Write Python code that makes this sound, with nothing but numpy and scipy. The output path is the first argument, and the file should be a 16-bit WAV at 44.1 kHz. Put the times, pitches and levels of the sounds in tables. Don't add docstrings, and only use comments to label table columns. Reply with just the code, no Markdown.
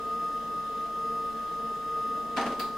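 import sys
import numpy as np
from scipy import signal
from scipy.fft import rfft, irfft
from scipy.io import wavfile
from scipy.ndimage import uniform_filter1d

SR = 44100
rng = np.random.default_rng(int(sys.argv[2]) if len(sys.argv) > 2 else 0)


def transcribe(signal):
    frames = np.atleast_2d(signal).T
    limited = np.clip(frames, -1, 1)
    pcm = np.round(limited * 32767).astype(np.int16)
    wavfile.write(sys.argv[1], SR, pcm)


N = 122157


def amp(db):
    return 10 ** (np.asarray(db) / 20)


def unit(x):
    return x / np.sqrt(np.mean(abs(x) ** 2) + 1e-20)


def read(points, hz):
    point_hz, value = np.transpose(points)
    return np.interp(np.log(hz + 1), np.log(point_hz + 1), value)


def wander(rate_hz):
    hz = np.fft.fftfreq(N, 1 / SR)
    spectrum = rng.standard_normal(N) + 1j * rng.standard_normal(N)
    return unit(np.fft.ifft(spectrum / (1 + (hz / rate_hz) ** 2)))


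def tone(hz, flutter, rate_hz):
    turn = np.exp(2j * np.pi * (hz * np.arange(N) / SR + rng.random()))
    if flutter:
        turn = turn * (1 + flutter * wander(rate_hz))
    return unit(turn.real)


# time in seconds, level in dB before WHINE_GAIN_DB.
WHINE_SWELL = [(0.0, -36), (0.14, -31), (0.18, -32.5), (0.25, -30.5), (0.31, -34), (0.37, -31.5),
               (0.42, -36.5), (0.59, -33), (0.62, -35), (0.84, -33), (0.88, -36.5), (1.06, -31),
               (1.3, -32.5), (1.33, -36), (1.75, -33.5), (1.79, -36.5), (1.97, -31), (2.21, -32.5),
               (2.24, -37), (2.36, -35), (2.38, -31.5), (2.46, -36.5), (2.52, -32.5), (2.56, -36),
               (2.65, -32.5), (2.7, -38), (2.77, -34)]


def whine_db():
    return np.interp(np.arange(N) / SR, *np.transpose(WHINE_SWELL))


WHINE_HZ, WHINE_GAIN_DB, WHINE_FLUTTER = 1237.65, 0.53, 0.1
DRIVE_FOLLOW = 0.85

# frequency in Hz, level in dB.
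DRIVE_TONES = [(29.9,-62),(59.9,-66),(119.9,-70),(915,-69),(1061,-71),(2019.9,-68),(2653,-66),(3193.5,-74),(3532.6,-76),(4562,-74),(5128.3,-66),(5175.2,-78),(6543.6,-74),(6590.5,-78),(9018.9,-74),(9065.8,-78),(10434.2,-81),(10481.1,-78),(11653,-85),(12909.5,-82),(12956.4,-79),(14128,-86),(14372,-80),(15543,-87)]


def stepper():
    level_db = whine_db()
    sound = amp(level_db + WHINE_GAIN_DB) * tone(WHINE_HZ, WHINE_FLUTTER, rate_hz=19)
    swell = unit(amp(DRIVE_FOLLOW * level_db))
    for hz, db in DRIVE_TONES:
        envelope = swell if hz > WHINE_HZ else 1
        sound += amp(db) * envelope * tone(hz, 0, 0)
    return sound


GEAR_FLUTTER_HZ = 6.7

# frequency in Hz, level in dB, flutter as a share,
# share of the whine's swell that the tone follows.
GEAR_TONES = [(152.4,-64,0.67,0),(169.9,-61,1,0),(227.3,-51.5,0.82,0),(457.7,-48.5,0.35,1),(472.5,-56.5,0.23,0.76),(440.6,-53,1.23,0.17),(550,-63.5,0.78,0.27),(593,-66,.3,0),(622.3,-62,0.57,0),(687,-57,1,0),(1138,-61.5,.5,0.0062)]


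def gears():
    level_db = whine_db()
    sound = np.zeros(N)
    for hz, db, flutter, follow in GEAR_TONES:
        swell = unit(amp(follow * level_db))
        sound += amp(db) * swell * tone(hz, flutter, GEAR_FLUTTER_HZ)
    return sound


def stereo_noise(frames, hz, width):
    a, b, c, d = rng.standard_normal((4, frames, len(hz)))
    side_gain = amp(read(width, hz))
    mid = a + 1j * b
    side = side_gain * (c + 1j * d)
    return np.array([mid + side, mid - side]) / np.sqrt(1 + side_gain ** 2)


def to_sound(spectra):
    size = 2 * (spectra.shape[2] - 1)
    return signal.istft(spectra.swapaxes(1, 2), nperseg=size, noverlap=size - size // 4)[1]


def causal(x, gain):
    log_gain = np.log(np.concatenate([gain, gain[-2:0:-1]]) + 1e-7)
    response = np.exp(np.conj(signal.hilbert(log_gain)))[:len(gain)]
    return irfft(rfft(x, len(log_gain)) * response)[:, :x.shape[1]]


# frequency in Hz, time to fall by 60 dB in seconds.
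ROOM_DECAY = [(150,0.68),(600,0.6),(2500,0.24),(6000,0.43),(15000,0.25)]
ROOM_DB, ROOM_BUILD_S = -7, 0.0057

# frequency in Hz, side minus mid in dB.
KNOCK_SPREAD = [(60,-10),(130,-19),(290,-30),(640,-15),(1400,-11),(3100,-6),(6800,-0.5),(15000,2)]


def strike(bright, colour, modes, body_db, ring_db, t60):
    hz, frames = np.fft.rfftfreq(256, 1 / SR), 400
    age = np.arange(frames)[:, None] * 64 / SR
    near = to_sound(stereo_noise(frames, hz, KNOCK_SPREAD))
    room_fall = amp(-60 * age / read(ROOM_DECAY, hz))
    far = to_sound(stereo_noise(frames, hz, KNOCK_SPREAD) * room_fall)

    t = np.arange(near.shape[1]) / SR
    fall_db = -60 * t
    room_build = 1 - np.exp(-t / ROOM_BUILD_S)
    burst = near * amp(fall_db / t60) + amp(ROOM_DB) * far * room_build
    f = np.fft.rfftfreq(2 * len(t), 1 / SR)
    body = causal(unit(burst) / np.sqrt(len(t)), unit(amp(read(colour, f))))

    ring = 0
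    for mode_hz, db, life in modes:
        channel_phase = 0.14 * rng.standard_normal((2, 1))
        phase = 2 * np.pi * (mode_hz * t + rng.random()) + channel_phase
        ring = ring + amp(db + fall_db / life) * np.sin(phase)
    ring_onset = 1 - np.exp(-t / 0.0018)
    sound = amp(body_db) * body + amp(ring_db) * ring * ring_onset
    return causal(sound, amp(bright * np.log2(np.maximum(f, 200) / 1000)))


def add(mix, s, sound):
    part = mix[:, round(s * SR):][:, :sound.shape[1]]
    part += sound[:, :part.shape[1]]


# start in seconds, level in dB, brightness in dB per octave, extra level of the modes in dB.
CASING_BLOWS = [(2.3656,-7.5,2.5,-2),(2.3705,2,1,-1.5),(2.379,0.5,0.5,3),(2.385,-3,-1,0),(2.392,-13,1,-7),(2.412,-9.5,4,8.5),(2.428,-7,-2,2),(2.456,-5.5,-2,-4),(2.4635,-9,4,-6),(2.469,-8,-1,3),(2.481,-8.5,-4.5,-4.5),(2.503,-10.5,-4.5,-8),(2.522,-12.5,2.5,-5)]
# frequency in Hz, relative density in dB per Hz.
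CASING_COLOUR = [(60,-21),(140,-18),(240,1.5),(360,-6),(450,-3.5),(800,-2.5),(1300,-5.5),(1900,-8.5),(3000,-13),(4800,-22),(5600,-26.5),(9000,-32),(15500,-49)]
# frequency in Hz, relative level in dB, t60 in seconds.
CASING_RING = [(241.7,2,0.3),(421,-6,0.2),(648.5,2.5,0.19),(750,-1,0.13),(794,-1.5,.25),(953,-3.5,.2),(1060,-5,.22),(1178,2,0.15),(1480,-4,0.11),(1768,-3.5,.12),(2345,-14,.12),(4850,-9.5,0.056),(6277,-19,0.15)]
CASING_DB, CASING_RING_DB, CASING_T60 = -1.5, -37.5, 0.057

# start in seconds, level in dB, brightness in dB per octave.
LATCH_CLICKS = [(2.5952,-4,1.5),(2.5995,1,-1),(2.61,-6.5,0)]
# frequency in Hz, relative density in dB per Hz.
LATCH_COLOUR = [(100,-20),(400,-0.5),(1000,-1),(2000,-6),(3000,-9),(3900,-6.5),(4750,-1.5),(5300,-21),(8000,-16.5),(11000,-20),(15500,-12)]
# frequency in Hz, relative level in dB, t60 in seconds.
LATCH_RING = [(2376,-4,.3),(3950,-3.5,0.39),(4500,2,0.12),(4620,-6,0.31),(4930,2,0.11)]
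LATCH_DB, LATCH_RING_DB, LATCH_T60 = -5, -47.5, 0.047


def mechanism():
    out = np.zeros((2, N))
    for s, db, bright, extra_db in CASING_BLOWS:
        ring_db = CASING_RING_DB + extra_db
        knock = strike(bright, CASING_COLOUR, CASING_RING, CASING_DB, ring_db, CASING_T60)
        add(out, s, amp(db) * knock)
    for s, db, bright in LATCH_CLICKS:
        click = strike(bright, LATCH_COLOUR, LATCH_RING, LATCH_DB, LATCH_RING_DB, LATCH_T60)
        add(out, s, amp(db) * click)
    return out


# frequency in Hz, relative density in dB per Hz.
FAN_COLOUR = [(20,-31),(60,2.5),(110,-17),(165,1),(200,-6.5),(285,5.5),(345,-6.5),(430,1.5),(520,-5),(700,-4),(1000,-10),(1600,-11),(2300,-20.5),(3400,-17.5),(4200,-23),(5200,-21.5),(6200,-25),(9000,-29.5),(15500,-33)]
# frequency in Hz, side minus mid in dB.
FAN_SPREAD = [(30,-2),(60,1),(100,2),(165,-0.5),(270,-9),(450,-4.5),(740,-7),(1200,-3),(2000,-5.5),(3300,-3),(5500,-2.5),(9000,0),(15000,-4.5)]
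FAN_DB, FAN_RIPPLE_DB, FAN_PATCH_DB = -45.5, 3.06, 1


def fan():
    hz, frames = np.fft.rfftfreq(1024, 1 / SR), N // 256 + 5
    patches = rng.standard_normal((frames, len(hz)))
    patches = uniform_filter1d(patches, size=10, axis=0)
    patches = unit(uniform_filter1d(patches, size=10, axis=1))
    ripple = rng.standard_normal(len(hz)) * np.minimum(hz / 1500, 1)
    level_db = read(FAN_COLOUR, hz) + FAN_RIPPLE_DB * ripple + FAN_PATCH_DB * patches
    rush = to_sound(stereo_noise(frames, hz, FAN_SPREAD) * amp(level_db))
    return amp(FAN_DB) * unit(rush[:, :N])


MOTOR_PAN_DB = 0.7


def scene():
    pan = amp(MOTOR_PAN_DB * np.array([[0.5], [-0.5]]))
    motor = (stepper() + gears()) * pan
    return motor + mechanism() + fan()


EDGE_HZ = 15800


def record(dry):
    low_pass = signal.firwin(511, EDGE_HZ, window=("kaiser", 9), fs=SR)
    return signal.oaconvolve(dry, low_pass[None], "same")


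dry = scene()
out = record(dry)
transcribe(out)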